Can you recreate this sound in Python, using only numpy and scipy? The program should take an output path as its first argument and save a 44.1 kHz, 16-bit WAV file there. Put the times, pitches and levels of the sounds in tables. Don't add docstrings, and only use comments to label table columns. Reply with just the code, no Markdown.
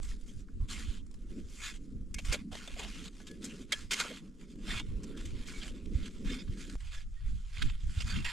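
import sys
import numpy as np
from scipy import signal
from scipy.fft import rfft, irfft, next_fast_len
from scipy.io import wavfile
from scipy.ndimage import uniform_filter1d

SR = 44100
rng = np.random.default_rng(int(sys.argv[2]) if len(sys.argv) > 2 else 0)


def decibels_to_gain(level_db):
    exponent = np.asarray(level_db, float) / 20
    return 10 ** exponent


def unload_audio(sound):
    columns = np.transpose(np.atleast_2d(sound))
    steps = np.round(np.clip(columns, -1, 1) * 32767)
    wavfile.write(sys.argv[1], SR, steps.astype(np.int16))


N = 367073
SCENE_CHANGE_S = 6.7548


def evened(x):
    return x / np.sqrt(np.mean(x ** 2) + 1e-20)


def read(points, hz):
    f, value = np.transpose(points)
    return np.interp(np.log(hz + 1), np.log(f + 1), value)


def add(mix, s, sound):
    part = mix[..., round(s * SR):][..., :sound.shape[-1]]
    part += sound[..., :part.shape[-1]]


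def coloured(x, points):
    size = next_fast_len(x.shape[-1])
    gain = decibels_to_gain(read(points, np.fft.rfftfreq(size, 1 / SR)))
    return irfft(rfft(x, size) * evened(gain), size)[..., :x.shape[-1]]


def lumps(hz):
    return evened(coloured(rng.standard_normal(N), [(0, 0), (hz, 0), (3 * hz, -60)]))


def spread_out(a, b, same):
    angle = np.arccos(np.clip(same, 0, 1)) / 2
    return np.array([np.cos(angle) * a + side * np.sin(angle) * b for side in (1, -1)])


def pair(points, same):
    a, b = coloured(rng.standard_normal((2, N)), points)
    return spread_out(a, b, same)


def swells(s, db, spread):
    now = np.arange(0, N + 64, 64) / SR
    distance = abs(now - s[:, None]) / np.clip(spread, .03, 1)[:, None]
    humps = decibels_to_gain(db[:, None] - 10 * distance ** 1.28)
    return np.interp(np.arange(N) / SR, now, humps.sum(0))


# (frequency [Hz], level [dB per Hz])
HISS = [(410, -41), (700, 24), (872, -69), (1210, 22), (3960, 5.5), (7190, 2), (12100, -18), (15400, -49)]


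def field_hiss():
    return decibels_to_gain(-79.5 + 1.5 * lumps(11.0)) * pair(HISS, same=0.26)


# (peak time [s], buffet level [dB], spread [s], flutter above buffet [dB])
GUSTS = [(0.0, -37, 0.23, -13), (0.371, -50, 0.021, 8), (0.62, -44.5, 0.064, 7.5), (0.9, -40.5, 0.2, -10),
         (1.38, -46.5, 0.16, -2.5), (2.0, -47, 0.2, -1.5), (2.29, -39.5, 0.089, 1.5), (2.55, -52, .05, 6),
         (2.9, -45.5, 0.19, -6.5), (3.84, -51.5, 0.054, 4.5), (4.75, -45, 0.076, -4),
         (4.94, -41.5, 0.16, -2.5), (5.33, -40, 0.097, 2), (5.7, -45, 0.18, -6.5), (5.96, -39.5, 0.07, 1),
         (6.27, -41.5, 0.089, -2), (6.5, -38, 0.042, 0), (6.812, -41, 0.14, -7.5),
         (7.07, -45.5, 0.093, -1.5), (7.333, -34, 0.13, -9), (7.646, -30.5, 0.067, -7.5),
         (7.9, -40, 0.17, -4), (8.169, -35.5, 0.14, -2.5)]
CALM_DB = -53.5


def flutter_strength():
    s, db, spread, flutter_db = np.transpose(GUSTS)
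    return decibels_to_gain(CALM_DB - 15.5) + swells(s, db + flutter_db, spread)


# (peak time [s], level [dB], spread [s], upper edge [dB])
SWELLS = [(0.2, -61, 0.27, -9), (0.79, -51, 0.27, -17), (1.38, -49.5, 0.094, -3), (1.93, -50.5, 0.17, -10),
          (2.45, -46, 0.18, -23), (2.97, -50.5, 0.16, -9), (3.47, -47, 0.19, -4), (4.15, -50, 0.29, -15.5),
          (4.65, -48.5, 0.13, -7), (5.1, -48, 0.34, -4.5), (5.9, -49.5, 0.35, -4.5),
          (6.3, -42, 0.085, -7.5), (6.73, -49.5, 0.37, -8.5)]
# (frequency [Hz], level [dB])
ROAR_LOW = [(110, -40), (160, -2), (200, 3.5), (280, -1), (340, -10.5), (420, -73)]
# (frequency [Hz], level [dB])
ROAR_TOP = [(260, -3.5), (340, 0.5), (450, -5), (550, -13), (700, -30), (900, -75)]
# (frequency [Hz], level [dB])
GUST_TOP = [(70, -18), (110, -1.5), (200, -2.5), (300, -14.5), (450, -31.5), (700, -61)]


def roar():
    lull = decibels_to_gain(-69.5)
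    s, db, spread, top_db = np.transpose(SWELLS)
    far = (lull + swells(s, db, spread)) * pair(ROAR_LOW, same=0.99)
    far += (lull + swells(s, db + top_db, spread)) * pair(ROAR_TOP, same=0.92)
    near = decibels_to_gain(-51) * (flutter_strength() * decibels_to_gain(43.0)) ** 2.5 * pair(GUST_TOP, same=0.085)
    unsteady = decibels_to_gain(1.77 * lumps(18.0) + 1.0 * lumps(8.9))
    return unsteady * np.where(np.arange(N) < SCENE_CHANGE_S * SR, far, near)


# (frequency [Hz], level [dB])
BUFFET = [(8, 8), (18, 9), (35, 10.5), (60, -1), (90, -14.5), (140, -64.5)]
# (frequency [Hz], level [dB])
FLUTTER = [(40, -9.5), (65, 6.5), (100, -1), (140, -5), (220, -25.5), (500, -66)]
# (time [s], left height [full scale], right height [full scale], width [ms])
SLAPS = [(0.608, 0.027, 0.053, 8.1), (0.629, -0.03, -0.039, 6.9), (0.889, -0.017, -0.045, 6.4),
         (4.89, -0.015, -0.023, 2.4), (4.929, 0.0067, 0.018, 6), (4.961, 0.013, 0.032, 9.5),
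         (5.957, 0.041, 0.074, 5.3), (6.499, 0.017, 0.037, 4.4), (7.305, 0.00036, -0.00086, 9.5),
         (7.589, 0.022, 0.0084, 5), (7.63, -0.038, 0.0024, 9.1), (7.661, -0.07, -0.025, 14),
         (7.711, -0.018, -0.012, 8.7), (7.979, 0.039, 0.056, 4.9), (8.074, 0.0021, 0.019, 3.4),
         (8.166, 0.037, -0.0081, 3)]


def wind():
    strength = decibels_to_gain(CALM_DB) + swells(*np.transpose(GUSTS)[:3])
    gusty_db = 2.44 * lumps(16.0)
    out = strength * decibels_to_gain(1.5 + gusty_db) * pair(BUFFET, same=0.64) * decibels_to_gain([[-1.2], [1.2]])
    flutter_db = -2.5 + gusty_db + 2.4 * lumps(14)
    out += flutter_strength() * decibels_to_gain(flutter_db) * pair(FLUTTER, same=.5)
    t = np.arange(-2000, 2000) / SR
    for s, left, right, ms in SLAPS:
        u = t * 1560 / np.clip(ms, 4, 20)
        slap = (1 - .5 * u - u ** 2) * np.exp(-u ** 2 / 2)
        add(out, s + t[0], 1.71 * np.outer([left, right], slap))
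    return out


# (time [s], left minus right [dB])
DIGGER_PAN = [(0, -1.5), (3.5, -0.5), (4.7, -2.5), (5.6, -2), (6.3, -3), (8.32, -4.5)]


def digger_pan():
    s, db = np.transpose(DIGGER_PAN)
    return decibels_to_gain(np.outer([.5, -.5], np.interp(np.arange(N) / SR, s, db)))


# (frequency [Hz], likeness [0-1])
SAME = [(400, 0.98), (700, 0.8), (1300, 1), (2400, 0.87), (4400, 0.9), (8100, .95), (11000, 0.92),
        (13000, 0.14)]
# (frequency [Hz], left minus right [dB])
TILT = [(400, -0.5), (1300, 0), (4400, 0.5), (8000, 1.5), (13000, 7)]


def at_both_sides(x, clumps_db):
    hz, _, (a, b) = signal.stft(x, SR, nperseg=256)
    patches = uniform_filter1d(rng.standard_normal(a.shape), 3, 0)
    patches = evened(uniform_filter1d(patches, 14, 1))
    tilt = decibels_to_gain(read(TILT, hz) / 2)[:, None]
    z = spread_out(a, b, read(SAME, hz)[:, None]) * np.array([tilt, 1 / tilt])
    return digger_pan() * signal.istft(z * decibels_to_gain(clumps_db * patches), SR, nperseg=256)[1][:, :N]


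# (start [s], length [s], pitch [Hz], width [Hz], level [dB])
STREAKS = [(1.616, .1, 1730, 110, -54), (1.612, 0.092, 2470, 130, -54), (1.69, 0.051, 2500, 25, -59),
           (1.618, 0.095, 3560, 300, -51), (1.62, 0.085, 3920, 110, -54), (1.645, 0.05, 2160, 110, -53),
           (1.665, 0.055, 5180, 80, -56), (1.7, 0.035, 3450, 50, -61), (1.618, 0.076, 6820, 200, -52.5),
           (2.142, .04, 2220, 60, -53), (2.183, 0.026, 2480, 500, -48), (2.322, 0.038, 2264, 250, -39.5),
           (2.601, 0.055, 1505, 400, -57.5), (2.675, .015, 3500, 200, -49), (2.79, 0.016, 2604, 600, -43),
           (2.821, 0.054, 2890, 500, -52), (2.922, 0.081, 2790, 400, -56.5),
           (3.726, 0.024, 3220, 60, -35.5), (3.728, 0.055, 1700, 40, -49), (3.929, 0.017, 2165, 200, -34),
           (3.995, 0.036, 1422, 302, -37), (4.038, .05, 1296, 300, -46.5), (4.7, .05, 3520, 119, -45),
           (4.756, 0.057, 3400, 120, -46.5), (4.795, 0.044, 3600, 50, -61), (4.7, 0.13, 2260, 100, -58),
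           (4.706, 0.019, 1850, 100, -43.5), (4.772, 0.052, 2840, 60, -51.5),
           (4.741, 0.011, 1320, 200, -46), (5.47, 0.039, 2280, 250, -57), (5.531, 0.079, 2250, 120, -54.5),
           (5.613, .025, 3250, 400, -50), (5.675, 0.04, 3030, 200, -59), (7.619, 0.011, 1608, 400, -38),
           (7.985, .008, 3570, 600, -51), (8.004, 0.021, 2755, 200, -45.5), (8.003, 0.021, 4910, 400, -46),
           (8.094, 0.045, 4600, 250, -46), (8.103, 0.055, 1596, 250, -48.5), (8.18, 0.05, 2760, 150, -52)]
# (start [s], length [s], pitch [Hz], width [Hz], level [dB])
THUDS = [(2.186, .02, 610, 250, -55.5), (2.322, 0.027, 481, 250, -42.5), (2.336, 0.032, 564, 250, -45),
         (2.515, 0.032, 650, 350, -50.5), (2.548, 0.017, 686, 300, -51), (2.674, 0.016, 614, 250, -53.5),
         (2.699, 0.016, 523, 200, -60), (2.763, 0.025, 604, 300, -55), (2.79, 0.023, 886, 200, -49),
         (2.814, 0.069, 752, 400, -54.5), (3.201, .02, 594, 200, -63), (3.199, 0.016, 875, 150, -67),
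         (4.049, 0.018, 560, 250, -48), (4.104, 0.028, 490, 250, -46.5), (4.678, 0.013, 680, 200, -55),
         (4.699, 0.069, 696, 300, -60.5), (4.794, 0.022, 960, 200, -52), (5.626, 0.071, 664, 250, -63),
         (0.485, 0.0078, 1386, 487, -61), (0.114, 0.0073, 1840, 650, -53), (0.6, 0.079, 1070, 200, -71),
         (8.248, 0.087, 961, 150, -54), (3.729, 0.016, 695, 300, -49.5)]
# (start [s], length [s], pitch [Hz], width [Hz], level [dB])
MORE_STREAKS = [(3.72, 0.016, 2110, 610, -30), (0.29, 0.015, 3300, 200, -61), (.735, 0.078, 2150, 330, -54.5),
                (0.85, 0.17, 3200, 1200, -59.5), (6.285, .055, 3590, 160, -52), (6.292, 0.022, 1720, 100, -51),
                (6.927, .11, 1700, 80, -62), (8.245, 0.037, 2700, 320, -41.5), (3.5, 0.021, 2650, 500, -53.5),
                (6.318, 0.038, 5100, 700, -52), (8.248, .065, 1930, 300, -43), (.7, 0.063, 3700, 400, -57),
                (6.39, 0.022, 2520, 150, -57), (7.57, .007, 2400, 1000, -42.5), (2.3, 0.013, 2800, 840, -49),
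                (6.335, .045, 2230, 130, -56), (6.385, 0.049, 3550, 250, -55), (6.385, 0.043, 4900, 770, -56),
                (8.159, .014, 2600, 700, -46), (3.278, .018, 3500, 500, -56)]


def streaks():
    out = np.zeros((2, N))
    for s, length, hz, width, db in STREAKS + THUDS + MORE_STREAKS:
        t = np.arange(0, length, 1 / SR)
        noise = rng.standard_normal((2, 10000, 2)) @ [1, 1j]
        r = np.exp(-np.pi * np.clip(width, 15, 900) / SR)
        noise = signal.lfilter([1], [1, -2 * r, r * r], noise)[:, 2000:][:, :len(t)]
        shared, differing = (noise * np.exp(2j * np.pi * hz * t)).real
        bowed = evened(shared) + 0.17 * evened(differing) * np.array([[1], [-1]])
        add(out, s, decibels_to_gain(db) * bowed * np.sqrt(np.sin(np.pi * (t / length) ** 0.5)))
    return out * digger_pan()


def cracks(size):
    cracks_per_s, spread_db = 6000, 1
    height = decibels_to_gain(spread_db * np.minimum(rng.exponential(1, size), 5))
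    height = height * (rng.random(size) < cracks_per_s / SR)
    return evened(height * rng.standard_normal((2, size)))


# (frequency [Hz], level [dB], time to fall 60 dB [s])
BLADE = [(1160, -14, .07), (1490, -9, .06), (1690, -9, .11), (2210, -5, .07), (2500, -5, .07),
         (2770, -8, .06), (3235, -2, .05), (3550, -3, .05), (4280, -14, .045), (4680, -11, .04),
         (5250, -8, .04), (6800, -11, .03), (7400, -10, .035)]


def ringing(x, damping, spot_hz, reach, uneven=1):
    out = np.zeros(x.shape)
    for hz, db, t60 in BLADE:
        r = 10 ** (-3 * damping / (t60 * SR))
        turn = 2 * np.pi * hz / SR
        near_db = -reach * np.log2(hz / spot_hz) ** 2
        tone = signal.lfilter([np.sin(turn)], [1, -2 * r * np.cos(turn), r * r], x)
        out += decibels_to_gain(uneven * db + near_db) * tone
    return out


# (start [s], end [s], first pitch [Hz], last pitch [Hz], level [dB])
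HUMS = [
    (3.265, 3.363, 1690, 1695, -69),
    (3.723, 3.79, 1700, 1690, -61),
    (5.079, 5.229, 1300, 1780, -62.5),
    (7.15, 7.22, 1820, 1920, -67),
]


def hums():
    out = np.zeros((2, N))
    for start, end, first_hz, last_hz, db in HUMS:
        size = round((end - start) * SR)
        slip = abs(last_hz - first_hz) + 20
        waver = coloured(rng.standard_normal((2, size)), [(0, 0), (slip / 2, -6), (slip * 2, -40)])
        waver = waver + 60 / slip
        hum = waver * np.sin(2 * np.pi * np.cumsum(np.linspace(first_hz, last_hz, size)) / SR)
        add(out, start, decibels_to_gain(db) * hum * np.sqrt(np.hanning(size)))
    return out


# (time [s], peak [dB], fine powder [dB], ring [0-1], spot on blade [Hz])
KNOCKS = [
    (0.117, -52, -30, 0.4, 1870),
    (0.485, -57, -25, 0.5, 1380),
    (2.143, -38.5, 9.5, 1, 2280),
    (3.201, -43.5, -13, 0.4, 1450),
    (3.722, -12, -10.5, 0.1, 2840),
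    (6.477, -48, -25.5, 0.45, 1200),
    (7.621, -18.5, -19, 0.2, 2482),
]
# (frequency [Hz], level [dB])
CRUNCH = [(700, -127), (1000, -28.5), (1300, -14), (2300, -10), (3600, -7.5), (4800, -16), (6000, -49)]
# (frequency [Hz], level [dB])
POWDER = [(3500, -24.5), (4800, -3.5), (6000, -1.5), (7400, -0.5), (9000, -7.5), (11500, -14), (13800, -5),
          (15200, -73)]
# (frequency [Hz], level [dB])
PACKED = [(250, -41), (400, 11), (650, -10.5), (1100, 2), (1500, -12.5)]


def knocks():
    t, out = np.arange(SR // 4) / SR, np.zeros((2, N))
    rise = np.minimum(t / .003, 1)
    for s, db, powder_db, ring, hz in KNOCKS:
        ms = 12.7 + .15 * db
        burst = rise * np.exp(-(t * 1000 / ms) ** 1.7) * cracks(len(t))
        body = ringing(1. * (t == 0), damping=1., spot_hz=hz, reach=28) * rise
        snow = decibels_to_gain(-13.0) * coloured(burst, CRUNCH)
        snow += decibels_to_gain(powder_db - 6.0) * coloured(burst, POWDER)
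        snow += decibels_to_gain(-30.0) * coloured(burst, PACKED)
        add(out, s - .0015, decibels_to_gain(db) * (np.clip(ring, .15, 1) * body / abs(body).max() + snow))
    return out


# (start [s], length [s], force at start [dB], force at end [dB], depth [0-1])
DIGS = [(0.69, 0.067, -49.5, -45, 0.23), (0.765, 0.22, -49, -63, 0.38), (2.15, 0.15, -72, -55, 0),
        (2.25, 0.097, -70, -36, 0.52), (2.35, 0.093, -54, -72, 0.77), (2.525, 0.24, -52, -53.5, 0.55),
        (2.77, 0.085, -48.5, -44, 0.67), (2.87, 0.21, -51.5, -55, 0.44), (3.42, 0.22, -56.5, -62, 0.39),
        (3.735, 0.15, -53.5, -68, 0.26), (3.908, 0.11, -48, -37.5, 0.47), (4.03, .17, -41.5, -56.5, 0.68),
        (5.175, 0.14, -58, -59, 0.43), (5.468, .24, -53, -56, 0.37)]
# (start [s], length [s], force at start [dB], force at end [dB], depth [0-1])
SLIDES = [
    (5.93, 0.15, -64.5, -52, 0.4),
    (6.585, 0.17, -55, -60, 0.08),
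    (6.825, 0.077, -54.5, -62.5, 0.42),
    (6.935, 0.11, -48.5, -67.5, 0.37),
    (7.55, 0.16, -49, -53.5, 0.57),
    (7.8, 0.2, -69, -49.5, 0.24),
    (8.03, 0.056, -53, -57.5, 0.17),
]
# (start [s], length [s], force at start [dB], force at end [dB], depth [0-1])
THROWS = [
    (1.6, 0.11, -48.5, -49.5, 0.06),
    (4.685, 0.11, -42.5, -44, 0.43),
    (6.265, 0.083, -51, -48.5, 0.38),
    (6.365, 0.056, -52, -54.5, 0.3),
    (8.085, 0.05, -45, -45.5, 0.26),
    (8.15, 0.11, -46.5, -52.5, 0.54),
    (8.272, 0.059, -39.5, -40, 0.6),
]
# (start [s], length [s], force at start [dB], force at end [dB], depth [0-1])
SHUFFLES = [(0.035, 0.12, -60, -64.5, 0.1), (0.2, 0.05, -73, -74, 0), (.285, 0.075, -61, -76, 0),
            (.38, 0.058, -69.5, -80, 0), (0.58, 0.078, -94, -68, 1), (1.1, 0.31, -88.5, -63.5, 0.52),
            (1.41, .17, -81.5, -57, 0), (1.766, 0.0084, -54.5, -60, 0.35), (1.8, 0.1, -71, -103, 0.06),
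            (3.1, 0.13, -71, -59.5, 0.34), (3.275, 0.13, -61.5, -77, 0.27), (3.64, 0.089, -86, -52, 0.7),
            (4.21, 0.078, -71.5, -78, 1), (4.41, 0.04, -64.5, -66, 0.7), (4.475, 0.051, -76, -63.5, 0.16),
            (4.54, 0.13, -96, -54.5, 0.7), (4.82, 0.14, -65, -84, 0.5), (4.87, 0.313, -70, -64, 1),
            (5.3, 0.15, -66, -56, 0.73), (5.7, 0.23, -64.5, -79.5, 0.56), (6.1, 0.17, -63, -66, 0.42),
            (6.43, 0.15, -70.5, -63, 0.56), (6.78, 0.036, -70, -69, .3), (7.13, 0.13, -77, -62, 0.93),
            (7.27, 0.3, -64, -70.5, 0.56), (7.73, 0.13, -52.5, -87, 0.85)]


def strokes():
    drive = decibels_to_gain(-82) * np.array([1, decibels_to_gain(5.5), decibels_to_gain(4.5), 0])[:, None] * np.ones(N)
    kinds = ((DIGS, 0.0192, 0.0227, 3.5, -21, 0), (SLIDES, 0.0349, 0.0194, 0.5, -40, 0),
             (THROWS, 0.03, 0.04, 0, -29, 1), (SHUFFLES, 0.0352, 0.029, 4, -22, 0))
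    for rows, rise, fall, powder_db, packed_db, bare in kinds:
        for s, length, first_db, last_db, depth in rows:
            t = np.arange(-rise, length + fall, 1 / SR)
            edge = np.minimum(t / (2 * rise), (length - t) / (2 * fall))
            edge = np.clip(edge + .5, 0, 1)
            force = np.sin(np.pi / 2 * edge) ** 2 * decibels_to_gain(first_db + (last_db - first_db) * t / length)
            shares = [1, decibels_to_gain(powder_db - 16.5 * depth), decibels_to_gain(packed_db + 20.5 * depth), bare]
            add(drive, max(s - rise, 0), np.outer(shares, force))
    return drive


# (time [s], peak [dB], fine powder [dB], length [ms])
BITES = [(2.1843, -26.5, -12, 15), (2.247, -35, -6, 29), (2.3241, -21, -5.5, 20), (2.516, -39, -10.5, 18),
         (2.5522, -26, -36, 5.7), (2.6756, -32.5, -7, 6.8), (2.7906, -29, -9, 15), (3.269, -41, -3.5, 18),
         (3.442, -40.5, 8.5, 20), (3.909, -17.5, -5, 23), (3.9324, -20.5, -5, 15.5), (3.9987, -15, -17, 20),
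         (4.796, -27.5, -11, 9.1), (5.032, -48, 6.5, 17), (5.173, -35, -11, 8.9), (5.254, -38.5, -2.5, 14),
         (5.474, -47, 1, 11), (5.6186, -34, -23, 29), (6.057, -37.5, -13, 14), (6.804, -39, -14, 8),
         (7.5687, -29, -31, 2), (8.005, -26, -11, 13.4), (8.019, -25.5, -17, 11.4), (8.0735, -49, -5, 11),
         (8.102, -37, -10, 10), (8.121, -30, -17, 9.8), (3.079, -37, -12, 6.4), (5.68, -30, -24, 3.3),
         (8.16, -41, -25, 23), (8.245, -23.5, -14, 20)]
# (time [s], peak [dB], fine powder [dB])
TICKS = [(0.0295, -37.5, 1), (.6075, -50, -15), (6.481, -43, -25), (0.211, -54, 5.5), (6.346, -46, -14),
         (1.065, -55, 4), (1.1116, -50, 1), (1.141, -43, -6), (3.3123, -36.5, -3), (4.4109, -43, -10),
         (4.556, -45, -24), (5.857, -45, -8), (5.21, -38, -8), (6.078, -35, -10), (6.696, -33.5, -9),
         (7.699, -27.5, -45)]
# (frequency [Hz], level [dB])
HOLLOW = [(550, -70), (950, 23), (1150, -28), (1600, 3)]


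def crunching():
    force, fine, deep, bare = strokes()
    empty, packed = bare / force, deep / force
    uneven = decibels_to_gain(-2.02 + 1.55 * lumps(11.4) + 1.13 * lumps(110))
    force, fine, deep = force * uneven, fine * uneven, deep * uneven
    t_ms = np.arange(4000) / SR * 1000
    tick_ms, bite_rise_ms = 6.0, 2.2
    for s, db, bite_powder_db, ms in BITES + [tick + (tick_ms,) for tick in TICKS]:
        shape = np.tanh(t_ms / bite_rise_ms) * np.exp(-(t_ms / np.clip(ms, 2, 50)) ** 2.9)
        add(force, s - .001, decibels_to_gain(db - 18) * shape)
        add(fine, s - .001, decibels_to_gain(db + bite_powder_db - 12.0) * shape)
        add(deep, s - .001, decibels_to_gain(db - 21.0) * packed[round(s * SR) + 400] * shape)
    snaps = cracks(N)
    blade = evened(ringing(snaps, damping=2.5, spot_hz=3000, reach=.5))
    steady, thrown = [ringing(x, damping=1.7, spot_hz=2900, reach=9, uneven=.25)
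                      for x in (snaps[:, :SR], force * empty * snaps)]
    song = coloured(.5 * thrown / steady.std(), [(800, -30), (1150, 0)])
    free = .4
    crunch = np.sqrt(1 - free ** 2) * coloured(snaps, CRUNCH) + free * blade
    powder = coloured(0.66 * snaps + 0.78 * cracks(N), POWDER)
    loose = np.where(np.arange(N) < SCENE_CHANGE_S * SR, 1, .4)
    heavy = (1 - empty) * loose * coloured(cracks(N), PACKED) + empty * coloured(snaps, HOLLOW)
    return song + force * (1 - 0.064 * empty) * crunch + fine * powder + deep * heavy


def scene():
    field = field_hiss() + roar() + wind()
    blade = at_both_sides(knocks() + hums(), clumps_db=0.17)
    return field + streaks() + blade + at_both_sides(crunching(), clumps_db=2.3)


def band_limit(x):
    return signal.sosfilt(signal.butter(12, 15580, fs=SR, output="sos"), x)


# (frequency [Hz], level [dB])
MICROPHONE = [(10000, -0.5), (12500, -9), (14300, -23), (15300, -28.5), (16200, -49)]


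def record(dry):
    wet = dry.copy()
    for s in (.001, SCENE_CHANGE_S):
        step = -.019 - np.diff(dry)[:, round(s * SR) - 1, None]
        add(wet, s, step * np.exp(-np.arange(2000) / 260))
    size = next_fast_len(N)
    gain = decibels_to_gain(read(MICROPHONE, np.fft.rfftfreq(size, 1 / SR)))
    wet = irfft(rfft(wet, size) * gain, size)[:, :N]
    return band_limit(wet)


dry = scene()
out = record(dry)
unload_audio(out)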